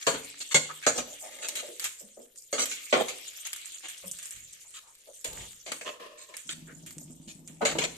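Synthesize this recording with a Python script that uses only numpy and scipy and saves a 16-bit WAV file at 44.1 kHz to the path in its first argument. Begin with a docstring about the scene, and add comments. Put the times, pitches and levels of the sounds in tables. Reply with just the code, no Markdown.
"""Egg sizzles in a wok in a small kitchen, each bursting bubble a tiny impulse. For the first 4.5 s a steel
spatula knocks, scrapes and slides through it, exciting the modes of the bowl; then it is laid aside. From
1.4 s the oil spits, and later things are shifted nearby. Near 6 s something hollow is pushed along the
counter. At 6.4 s the back burner starts to flutter, and at 7.6 s it flares as a pot is set down on it.
All is heard at the two microphones of a phone held just above the stove."""
import sys
import numpy as np
from scipy import signal
from scipy.fft import rfft, irfft
from scipy.io import wavfile
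from scipy.ndimage import uniform_filter1d

SR = 44100
rng = np.random.default_rng(int(sys.argv[2]) if len(sys.argv) > 2 else 0)


def inscribe(sig):
    """Save sig as 16-bit PCM at rate SR to the path in sys.argv[1].

    A 1-D sig is mono; a 2-D sig holds one channel per row.
    Samples are clipped to [-1, 1] before scaling.
    """
    pcm = np.round(np.clip(np.atleast_2d(sig).T, -1, 1) * 32767)
    wavfile.write(sys.argv[1], SR, pcm.astype(np.int16))


N = 351469
TIME = np.arange(N) / SR

# Levels in the tables are relative: each source applies its own gain.
# spectrum of the kitchen air: frequency_hz, level_db
AIR_SPECTRUM = [(20, 16), (100, 0.5), (250, 0.5), (500, 11.5), (900, -10.5), (2000, -26), (12000, -6)]
# spectrum of the deep rumble of hand, stove and flame: frequency_hz, level_db
RUMBLE_SPECTRUM = [(20, -11), (40, 1.5), (75, 1.5), (120, 1.5), (250, -9.5), (800, -34.5)]
# the hand shifts its grip on the phone: start_s, hold_s, level_db
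GRIPS = [(4.02,0.028,-62), (4.34,0.049,-62.5), (5.26,0.13,-51.5)]
# spectrum of the burner's roar: frequency_hz, level_db
ROAR_SPECTRUM = [(60, -23), (115, -35), (155, 7.5), (200, -5.5), (260, 3), (340, -4), (450, -20.5),
                 (900, -20.5), (2500, -65)]
# the flame lifts and catches again: start_s, pitch_hz, note_db, boom_db
GULPS = [(6.454,250,-57,-61.5), (6.485,292,-55.5,-68), (6.526,240,-51,-55), (6.575,243,-58,-58),
         (6.621,234,-53,-51), (6.724,275,-51,-53), (6.766,242,-61,-54), (6.829,254,-49,-52),
         (6.865,270,-56,-54), (6.964,305,-47,-48.5), (7.008,251,-47,-63), (7.048,290,-59,-48),
         (7.098,248,-45.5,-48.5), (7.194,253,-51.5,-48.5), (7.272,225,-46,-52), (7.348,250,-60.5,-52),
         (7.385,250,-51.5,-60), (7.425,250,-53.5,-63.5), (7.493,243,-45,-52)]
# soft rubs of the spatula sliding through the egg, and of things shifted nearby:
# start_s, length_s, pitch_hz, level_db
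RUBS = [(0.69, 0.033, 1260, -41), (1.053, .11, 577, -56), (1.215, 0.084, 703, -50.5),
        (1.379, 0.095, 590, -56.5), (4.023, 0.044, 1076, -60.5), (4.639, 0.04, 925, -69.5),
        (4.726, 0.048, 1870, -65), (4.821, 0.11, 992, -65.5), (5.067, 0.05, 532, -54),
        (6.67, 0.063, 1600, -54), (6.678, 0.054, 430, -59), (7.608, 0.013, 700, -34)]
# soft contacts of food, tub and hand: start_s, level_db, pitch_hz
BUMPS = [(1.624, -45.5, 540), (1.683, -47.5, 427), (2.007, -58, 503), (2.028, -58, 220), (2.17, -49, 460),
         (2.179, -59.5, 253), (4.034, -52, 514), (4.045, -54.5, 179), (5.244, -48.5, 484),
         (5.699, -51.5, 275)]
# resonances of the hollow object: pitch_hz, width_hz, level_db
HOLLOW_MODES = [(487, 73, 9), (585, 40, 4), (1035, 38, 12.5), (1770, 240, -4.5), (2550, 430, -6)]
# its jerks along the counter: start_s, hold_s, level_db
PUSHES = [(5.845,0.044,-43), (5.995,0.058,-47), (6.1,0.13,-61), (6.285,0.0052,-53)]
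# how hard the egg fries: time_s, fizz_db
FRYING = [(0.0, -46), (0.11, -47.5), (1.78, -51.5), (2.1, -58), (2.44, -60), (2.73, -45.5), (3.15, -47),
          (4.24, -50), (4.95, -58.5), (5.3, -54), (5.39, -46.5), (5.68, -57.5), (5.97, -87), (6.24, -56),
          (6.37, -56), (7.43, -60.5), (7.84, -53), (7.97, -51)]
# hot oil boils up where wet egg settles: start_s, hold_s, level_db
BOILS = [(1.18,0.016,-45), (1.975,0.0063,-41), (2.355,0.052,-49), (2.94,0.16,-43), (3.45,0.034,-53),
         (5.71,0.19,-51.5), (6.37,0.046,-52.5), (6.86,0.2,-56)]
# filter for the fizz of the oil film: frequency_hz, gain_db
FIZZ_SPECTRUM = [(3500, -14), (5200, -7), (7200, 6), (9000, 0.5), (11000, -10.5), (13000, -5.5)]
# filter for the crackle under the egg: frequency_hz, gain_db
CRACKLE_SPECTRUM = [(300, -9), (600, -11.5), (1000, -14), (2000, 2.5), (3600, 6.5), (5000, -4), (7000, -13)]
# sharp pops of drops bursting in oil, and the bright snap of two utensil knocks (5.245 s, 5.719 s):
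# start_s, pop_db, crack_re_pop_db, spray_re_pop_db
POPS = [(1.4332,-33,-4,-22), (1.486,-17,6,-27), (1.5547,-19.5,-1,-10), (1.569,-28,-3,-28),
        (1.7969,-18.5,5.5,-16), (1.821,-31,-8,-13.5), (1.8425,-34.5,23.5,6), (2.1736,-69,-5,-24.5),
        (2.3589,-36,1.5,-29), (2.657,-18.5,7.5,-17), (2.758,-31,-8,-16), (3.3329,-36.5,4,-10.5),
        (3.4523,-27,-4,-22), (3.469,-24,6,-18), (3.5315,-23.5,10.5,-17), (3.562,-26.5,5,-14),
        (3.6579,-22.5,-12,-19.5), (3.8837,-27.5,-16,-8.5), (3.8988,-30,7.5,-22), (3.9819,-29,-16.5,-28),
        (4.1141,-14,-15,-52), (4.188,-26.5,-3,-14), (4.2284,-22,-8,-19), (4.2566,-22.5,-3,-20),
        (4.3084,-19.5,-12.5,-20.5), (4.3615,-30.5,-13,-12.5), (4.494,-41,-13,-27.5), (4.533,-26,-13,-26.5),
        (4.7073,-35,-8,-18), (4.7593,-32,-5,-14), (4.9259,-50,0.5,-19.5), (4.9522,-41,8,-20),
        (4.9832,-45.5,3,-25), (5.245,-20.5,2,-12), (5.2885,-34,2,-23), (5.331,-30.5,5,-19),
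        (5.4183,-30,-6,-23), (5.7191,-19.5,-4,-15), (6.3679,-20.5,-1,-18), (6.863,-37.5,4.5,-4),
        (6.87,-33,-8,-17), (6.908,-36.5,10.5,-27), (6.928,-32,-9,-33), (6.9824,-24,-5.5,-43),
        (7.4763,-24,-16,-22)]
# normal modes of the wok: pitch_hz, level_db, t60_s
WOK_MODES = [(152,-24.5,.5), (246,-20.5,.3), (288.5,-21.5,1), (411.4,0,0.13), (436.6,-10.5,.38),
             (450,-3,0.096), (513.8,-1,.2), (556,-3,.2), (614,-7,.3), (736.5,-10,0.1), (781,-8.5,0.19),
             (847,-9,.2), (1064,0,0.23), (1120,-0.5,.15), (1346,-6,.18), (1474,-7.5,.22), (1630,-7.5,.14),
             (2160,-4.5,.13), (2255,-2,.17), (2330,-3,.18), (2556,-2.5,.15), (2850,-6.5,.12),
             (3060,-10.5,.14), (3735,0.5,.16), (3790,-3,.12), (3985,-8,0.13), (4100,-5,.11), (4470,0,.13),
             (4800,-6.5,.11), (4890,-5,.13), (5465,-5.5,0.15), (6080,-3.5,.12), (6080,-5.5,0.21),
             (6500,-1.5,.11), (6865,-3.5,0.055), (7195,-3.5,0.075), (7460,-8,.1), (7650,-8,.1),
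             (8177,-9,.13)]
# dense, quickly damped vibration of blade and pan: frequency_hz, level_db
STEEL_SPECTRUM = [(100, -22.5), (160, -18), (260, 2.5), (350, -4.5), (450, 10.5), (620, 2), (900, -4),
                  (1300, 6), (2200, 9.5), (3100, 6), (4300, 1.5), (5200, -12.5), (6900, 1), (8800, -10),
                  (10800, -26), (13000, -24)]
# the bowl hums on as the blade lifts clear: start_s, lowest_mode_db, next_two_modes_db
HUMS = [(0.069, -56.5, -48.5), (0.546, -50, -69), (0.864, -56, -55.5), (2.531, -72.5, -54.5)]
# steel sliding on cookware, and a tub slid nearby: start_s, length_s, body_db, rasp_db, edge_db
SCRAPES = [(0.009,0.024,-85,-48,-41), (0.405,0.024,-62,-46,-37.5), (0.509,0.025,-54.5,-38,-33.5),
           (0.824,0.033,-70,-40.5,-48), (0.955,0.029,-40.5,-61,-35), (0.988,0.024,-48,-65,-58),
           (1.236,0.45,-57.5,-53,-54), (1.42,0.05,-55,-41,-39.5), (1.552,0.058,-55.5,-43.5,-39.5),
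           (1.816,0.062,-62,-44,-40), (2.588,0.054,-42,-38,-27), (2.957,0.069,-27,-37,-50),
           (3.447,0.028,-68,-45.5,-38.5), (3.831,0.04,-55.5,-47,-47), (4.738,0.055,-86,-51,-51.5),
           (5.284,0.19,-55.5,-60,-51.5), (5.857,0.045,-46.5,-40,-51), (6.174,0.081,-84,-59,-51),
           (6.499,0.037,-82,-46,-39.5), (7.275,0.048,-83,-55.5,-48), (7.674,0.061,-41.5,-39,-41),
           (7.812,0.02,-39,-33.5,-35), (7.833,0.027,-37,-31.5,-33)]
# timbre of a scrape in the wok and beside it: t60_s, uneven_db
SCRAPE_IN_WOK = (0.022, 2.5)
SCRAPE_ASIDE = (0.01, 1.5)
# steel striking cookware:
# start_s, boom_db, body_db, clank_db, edge_db, chatter_s, clank_hz, ring_db, blade_t60_s
KNOCKS = [(0.067,-33.5,-20.5,-23.5,-22,0.015,1250,-17.5,0.18),
          (0.139,-34.5,-39,-37,-37,0.0082,1090,-22,0.22), (0.403,-58,-67,-49,-40.5,0.003,3220,-15,0.08),
          (0.544,-32,-24.5,-19,-14,0.026,2290,-16,0.096), (0.865,-31,-21,-22.5,-18,0.013,1400,-17,.13),
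          (0.979,-35.5,-33,-36.5,-27.5,0.012,1250,-20,0.13), (1.486,-68,-52,-46,-35,0.0036,3380,-15,0.11),
          (1.853,-72,-58,-39,-35,0.0059,2200,-20,0.053), (2.527,-37.5,-28.5,-33,-26.5,0.0098,1100,-18,0.29),
          (2.581,-46,-37,-32,-33,0.012,1100,-24,.15), (2.713,-54,-56.5,-36,-32.5,0.0064,2370,-18,0.2),
          (2.926,-28.5,-17,-18.5,-32.5,0.028,970,-14,.15), (3.083,-58.5,-46,-35,-34,0.014,2830,-18,0.18),
          (5.244,-51.5,-39.5,-46,-32,0.008,2500,-28,.15), (5.662,-56,-42,-41,-38.5,0.035,2150,-31,0.18),
          (5.718,-50,-42.5,-34,-38,0.0016,1490,-19,0.054), (5.811,-61,-45.5,-41,-44,0.0023,2050,-22,0.098),
          (6.339,-71,-56,-44,-54,0.0031,2400,-30,0.092), (6.491,-55,-59,-36,-39,0.0027,3260,-33,0.081),
          (7.616,-28.5,-22.5,-34,-45,0.019,1005,-33,0.19), (7.651,-46,-26.5,-24,-22.5,0.009,1950,-35,0.17),
          (7.75,-34,-33,-44,-55,0.0076,1000,-33,0.16), (7.785,-36.5,-29.5,-28,-28.5,0.012,3260,-35,0.11)]
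# imbalance of the two microphones: frequency_hz, left_minus_right_db
MIC_BALANCE = [(60, -1), (110, 2.5), (200, -0.5), (370, -2), (670, 2.5), (1230, 1), (2260, 0), (4130, 3.5),
               (7560, -1.5), (13800, 9)]

STIRRING_ENDS_S, FLUTTER_FROM_S, POT_DOWN_S = 4.5, 6.43, 7.6
RING_S = 0.4  # longest ring after a knock or scrape


def undb(db):
    """Decibels to amplitude ratio."""
    return 10 ** (np.asarray(db) / 20)


def unit(x):
    """Normalisation to rms 1."""
    return x / np.sqrt(np.mean(x ** 2) + 1e-20)


def fade(t, t60):
    """Exponential decay, 60 dB in t60 seconds."""
    return np.exp(-np.log(1000) * t / t60)


def seconds(length):
    """Time axis of a short sound."""
    return np.arange(int(length * SR) + 2) / SR


def add(out, start_s, x):
    """Superposition of x on out from start_s."""
    i = max(int(start_s * SR), 0)
    out[:, i:i + x.shape[1]] += x[:, :N - i]


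def envelope(t, rise_s, t60, hold_s=0):
    """Linear rise, hold and exponential decay."""
    return np.minimum(t / rise_s, 1) * fade(np.maximum(t - rise_s - hold_s, 0), t60)


def swells(events, rise_s, t60):
    """Sum of envelopes, one for each row of start_s, hold_s, level_db."""
    out = np.zeros((1, N))
    for start_s, hold_s, db in events:
        t = seconds(rise_s + hold_s + t60)
        add(out, start_s, undb(db) * envelope(t, rise_s, t60, hold_s)[None])
    return out[0]


def band(x, hz, kind, order=3):
    """Butterworth filter."""
    return signal.sosfilt(signal.butter(order, hz, kind, fs=SR, output="sos"), x)


def resonate(x, hz, width_hz):
    """Second-order resonator, gain 1 at its centre."""
    return signal.lfilter(*signal.iirpeak(hz, hz / width_hz, fs=SR), x)


def resonate_twice(x, hz, width_hz):
    """Two equal resonators in cascade."""
    return resonate(resonate(x, hz, width_hz), hz, width_hz)


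def colour(x, points, size=2048):
    """Minimum-phase filter through rows of frequency_hz, gain_db."""
    hz, db = np.transpose(points)
    bins_hz = np.maximum(np.fft.rfftfreq(size, 1 / SR), 1)
    gain = undb(np.interp(np.log(bins_hz), np.log(hz), db))
    cepstrum = irfft(np.log(gain))
    cepstrum[1:size // 2] *= 2
    cepstrum[size // 2 + 1:] = 0
    response = irfft(np.exp(rfft(cepstrum)))
    return signal.fftconvolve(x, response[None], axes=1)[:, :x.shape[1]]


def noise(n, apart_hz=900):
    """Spatial coherence: noise at two close microphones is alike in the bass, unrelated in the treble."""
    mid, side = rng.standard_normal((2, n))
    side = band(side, apart_hz, "highpass", order=1) + .22 * rng.standard_normal(n)
    return np.array([mid + side, mid - side])


def wander(rate_hz):
    """Smooth random modulation with a spread near 1."""
    step = int(SR / rate_hz)
    stairs = np.repeat(rng.standard_normal(N // step + 1), step)
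    return 1.3 * uniform_filter1d(stairs, step)[:N]


def clicks(n, per_s, spread_db):
    """Shot noise: impulses of random time, sign and size."""
    count = int(per_s * n / SR) + 1
    when, size, sign = rng.random((count, 3)).T
    sizes = undb(spread_db * np.minimum(-np.log(1 - size), 5)) * np.sign(sign - .5)
    return np.bincount((when * n).astype(int), sizes, n)


def background(air_db=-73, resting_hand_db=-83):
    """Airborne kitchen noise, with structure-borne rumble from the hand and from blows on the stove."""
    air = unit(colour(noise(N), AIR_SPECTRUM)) * undb(air_db + wander(15))
    hand = undb(resting_hand_db) + swells(GRIPS, rise_s=0.025, t60=0.55)
    thuds = swells([(s, 0, boom_db - 25.5) for s, boom_db, *_ in KNOCKS], rise_s=0.008, t60=0.6)
    rumble = unit(colour(noise(N), RUMBLE_SPECTRUM))
    return air + rumble * np.hypot(hand, thuds) * undb(-1)


def flame(flutter_db=-57.5, flare_db=-45.5, throat_hz=160, puff_hz=330):
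    """Combustion noise: a low roar, with a note and a boom of the burner's throat at each re-ignition."""
    flutter = undb(flutter_db) * np.clip((TIME - FLUTTER_FROM_S) / 0.13, 0, 1)
    flare = swells([(POT_DOWN_S, 0, flare_db)], rise_s=0.15, t60=0.56)
    gulps, t = np.zeros((2, N)), seconds(0.35)
    tone = lambda hz: unit(np.sin(2 * np.pi * (hz * t + rng.random())))
    for start_s, pitch_hz, note_db, boom_db in GULPS:
        puff = unit(resonate_twice(noise(len(t)), puff_hz, puff_hz)) * undb(-10)
        note = (tone(pitch_hz) + puff) * envelope(t, rise_s=0.0072, t60=0.11)
        boom = tone(throat_hz) * envelope(t, rise_s=0.0072, t60=0.19)
        add(gulps, start_s, note * undb(note_db) + boom * undb(boom_db))
    roar = unit(colour(noise(N), ROAR_SPECTRUM))
    rumble = unit(colour(noise(N), RUMBLE_SPECTRUM)) * undb(-11)
    return (roar + rumble) * (flutter + flare) + gulps


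def rubs(relative_width=0.47):
    """Friction noise: brief soft sliding drives one broad resonance."""
    out = np.zeros((2, N))
    for start_s, length_s, hz, db in RUBS:
        t = seconds(length_s)
        slips = noise(len(t)) * np.sqrt(np.abs(np.sin(np.pi * t / t[-1])))
        add(out, start_s, undb(db) * unit(resonate_twice(slips, hz, hz * relative_width)))
    return out


def bumps(t60=0.29, relative_width=0.33):
    """Damped resonance: a soft contact wakes only a short, hollow note."""
    out, t = np.zeros((2, N)), seconds(1.0)
    for start_s, db, hz in BUMPS:
        push = noise(len(t)) * fade(t, t60) * (1 - np.exp(-t / 0.00027))
        note = resonate_twice(push, hz, hz * relative_width)
        add(out, start_s, note * undb(db) / np.std(note[:, :int(.03 * SR)]))
    return out


def hollow_drag():
    """Forced vibration: rough sliding on the counter drives the modes of a hollow body."""
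    slips = noise(N) * undb(1.4 * wander(150))
    body = unit(sum(undb(db) * resonate(slips, hz, width_hz) for hz, width_hz, db in HOLLOW_MODES))
    return band(body, 164, "highpass") * swells(PUSHES, rise_s=0.0088, t60=0.3) * undb(1)


def ticks(strongest_hz=2800, db_per_octave=-3):
    """Impulse response: single wet bubbles snap through broad resonances, some dull and some bright."""
    out = 0
    for hz in np.geomspace(1900, 7000, 5):
        bursts = clicks(N, per_s=22, spread_db=3.6)
        at_mics = np.array([bursts * rng.uniform(.3, 1, N) for _ in range(2)])
        octaves_away = abs(np.log2(hz / strongest_hz))
        out = out + unit(resonate_twice(at_mics, hz, hz)) * undb(db_per_octave * octaves_away)
    return unit(out)


def patchy_sizzle(edges_hz, per_s, spread_db, together_db, separate_db):
    """Amplitude modulation: bands of tiny clicks flicker in level, separately and together."""
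    out = 0
    for low_hz, high_hz in zip(edges_hz[:-1], edges_hz[1:]):
        shared = clicks(N, per_s, spread_db)
        bursts = np.array([0.33 * shared + clicks(N, per_s, spread_db) for _ in range(2)])
        flicker = undb(separate_db * np.minimum(wander(30), 1))
        out = out + band(bursts, [low_hz, high_hz], "bandpass", order=2) * flicker
    return out * undb(together_db * wander(45))


def sizzle(brisk_db=-49, crackle_exponent=1.71):
    """Boiling as shot noise: fine fizz of the oil film, coarser crackle and ticks from under the egg."""
    fizz_gain = undb(np.interp(TIME, *np.transpose(FRYING)))
    crackle_gain = undb(brisk_db - 5.5) * (fizz_gain / undb(brisk_db)) ** crackle_exponent
    boils = swells(BOILS, rise_s=0.014, t60=0.23)
    # a blow throws wet egg on hot steel and the crackle flares
    throws = [(s, 0, clank_db - 36.5) for s, _, _, clank_db, *_ in KNOCKS if s < STIRRING_ENDS_S]
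    flares = swells(throws, rise_s=0.062, t60=0.42)
    high = patchy_sizzle(np.geomspace(3000, 14000, 13), 300, spread_db=3.6, together_db=2.5, separate_db=6)
    low = patchy_sizzle(np.geomspace(300, 7000, 11), 700, spread_db=-.5, together_db=.5, separate_db=8.5)
    fizz = unit(colour(high, FIZZ_SPECTRUM))
    crackle = unit(colour(low, CRACKLE_SPECTRUM)) + ticks() * undb(-7.5)
    return fizz * np.hypot(fizz_gain, boils) + crackle * np.hypot(crackle_gain, flares)


def pops(pop_hz=7740, pop_width_hz=2800, echo_s=0.0043, echo_db=-4):
    """Transients: spitting oil or a knock's snap, as a pop and crack, a quick echo and a fine patter."""
    out, t = np.zeros((2, N)), seconds(0.25)
    impulse = np.eye(1, len(t))
    for start_s, pop_db, crack_db, spray_db in POPS:
        hz = pop_hz * np.exp(0.03 * rng.standard_normal())
        pop = resonate_twice(impulse, hz, pop_width_hz)
        crack = band(noise(len(t)) * fade(t, t60=0.0072), 1600, "highpass", order=2)
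        burst = pop / np.abs(pop).max() + undb(crack_db) * crack / np.abs(crack).max()
        burst = burst + undb(echo_db) * np.roll(burst, int(echo_s * SR), axis=1)  # off the bowl
        specks = np.array([clicks(len(t), per_s=1500, spread_db=2) for _ in range(2)])
        patter = unit(band(specks, [1600, 4500], "bandpass", order=2))
        spray = unit(unit(colour(specks, FIZZ_SPECTRUM)) + .5 * patter) * fade(t, t60=0.26)
        add(out, start_s, undb(pop_db) * (burst + undb(spray_db) * spray))
    return out * undb([[-4], [-2]])  # a little to the right


def wok_modes(t):
    """Normal modes: each rings as a damped complex sinusoid."""
    return np.array([undb(db) * fade(t, t60) * np.exp(2j * np.pi * hz * t) for hz, db, t60 in WOK_MODES])


def wok_ring(modes, spot_db=1.5, apart_hz=1300):
    """Modal superposition: each spot weights the modes anew; high ones differ in phase at the mics."""
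    count = len(WOK_MODES)
    phase_spread = np.minimum(np.array(WOK_MODES)[:, 0] / apart_hz, 1)
    phase = rng.uniform(0, 2 * np.pi, count) + rng.standard_normal((2, count)) * phase_spread
    weights = undb(spot_db * rng.standard_normal(count)) * np.exp(1j * phase)
    return (weights @ modes).imag


def hums():
    """Free vibration: the released bowl swings in its lowest modes, wavering as it rocks on the burner."""
    out = np.zeros((2, N))
    modes = wok_modes(seconds(1.0)).imag
    lowest, next_pair = modes[0], modes[1] + modes[2]
    for start_s, *levels_db in HUMS:
        for ring, db in zip((lowest, next_pair), levels_db):
            add(out, start_s, undb(db) * ring[None] / np.std(ring[:int(.05 * SR)]))
    return out * undb(-2.5 * wander(29) + 2.5 * wander(60))


def cookware(force, levels_db, span_s, t60, uneven_db, ring=0):
    """Convolution: a contact force shakes the metal, heard in four bands: boom, body, clank and edge."""
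    t = seconds(RING_S)
    # the point of contact favours some groups of blade resonances and misses others
    hz = np.arange(700, 14000, 200)
    favour_db = uneven_db * rng.standard_normal(len(hz)) * (hz > hz[0])
    response = unit(colour(noise(len(t)), STEEL_SPECTRUM)) * fade(t, t60)
    response = colour(response, np.transpose([hz, favour_db]))
    vibration = signal.fftconvolve(force[None], response, axes=1)
    # the wok's ring builds up with the energy delivered
    energy = np.cumsum(np.pad(force, (0, len(t))) ** 2)[:len(t)]
    vibration[:, :len(t)] += ring * np.sqrt(energy)
    bands_hz = [110, 310], [360, 950], [850, 5000], [5000, 16000]
    parts = [band(vibration, edges, "bandpass", order=4) for edges in bands_hz]
    # each level is that of the band's whole energy, packed into span_s
    packing = np.sqrt(span_s * SR / vibration.shape[1])
    return sum(unit(part) * undb(db) for part, db in zip(parts, levels_db)) * packing


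def scrapes():
    """Stick-slip friction: an edge catches and slides, pressure rising and falling in a stroke."""
    out = np.zeros((2, N))
    for start_s, length_s, body_db, rasp_db, edge_db in SCRAPES:
        t = seconds(length_s)
        pressure = np.abs(np.sin(np.pi * t / t[-1])) ** 0.19
        force = clicks(len(t), per_s=2500, spread_db=3) * pressure
        t60, uneven_db = SCRAPE_IN_WOK if start_s < STIRRING_ENDS_S else SCRAPE_ASIDE
        levels_db = body_db - 11, body_db, rasp_db, edge_db
        add(out, start_s, cookware(force, levels_db, length_s, t60, uneven_db))
    return out * undb(-1)


def knocks(pressed_t60=0.6):
    """Impact and elastic rebound: the blow lands, then the springy steel chatters on the pan."""
    out, lead, ring_t = np.zeros((2, N)), seconds(0.0018), seconds(RING_S)
    modes = wok_modes(ring_t) * fade(ring_t, pressed_t60)  # extra damping under the blade
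    for start_s, *levels_db, chatter_s, clank_hz, ring_db, blade_t60 in KNOCKS:
        t = seconds(chatter_s)
        taper = np.sqrt(np.abs(1 - (t / t[-1]) ** 2))
        contact = 0.23 * clicks(len(t), per_s=1000, spread_db=2) * taper
        contact[0] = 1  # the blow itself
        # a faint 2 ms lead-in softens the attack
        lead_in = 0.033 * clicks(len(lead), per_s=2000, spread_db=2) * lead / lead[-1]
        force = np.r_[lead_in, contact, np.zeros(len(lead))]
        force = force + undb(3) * resonate(force, clank_hz, clank_hz * 0.45)  # this spot's own clank
        ring = undb(ring_db) * wok_ring(modes)
        knock = cookware(force, levels_db, span_s=0.012, t60=blade_t60, uneven_db=3, ring=ring)
        add(out, start_s - lead[-1], knock)
    return out * undb(-1)


def room(x, low_t60=0.48, high_t60=0.41):
    """Reverberation: early reflections from bowl and stove, then the diffuse tail of hard walls."""
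    t = seconds(0.88)
    build_up = 1 - np.exp(-t / 0.00014)
    low = band(noise(len(t)), 680, "lowpass") * fade(t, low_t60) * undb(-11)
    high = band(noise(len(t)), 710, "highpass") * fade(t, high_t60) * undb(-12)
    tail = (low + high) * build_up / np.linalg.norm(fade(t, high_t60))
    early = noise(len(t)) * fade(t, t60=0.028) * (t > .001)
    response = tail + undb(-9) * early / np.linalg.norm(early[0])
    return x + signal.fftconvolve(x, response, axes=1)[:, :N]


def scene():
    """Superposition: the sources sound into one room, over the background."""
    contacts = knocks() + hums() + scrapes() + bumps() + rubs() + hollow_drag()
    return room(contacts + sizzle() + pops() + flame()) * undb(0.5) + background()


def record(dry, top_hz=13250):
    """Frequency response: each microphone has its own colour, and the top is cut steeply."""
    left = colour(dry[[0]], [(hz, db / 2) for hz, db in MIC_BALANCE])
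    right = colour(dry[[1]], [(hz, -db / 2) for hz, db in MIC_BALANCE])
    lowpass = signal.ellip(8, .2, 70, top_hz, fs=SR, output="sos")
    return signal.sosfilt(lowpass, np.vstack([left, right]))


dry = scene()
out = record(dry)
inscribe(out)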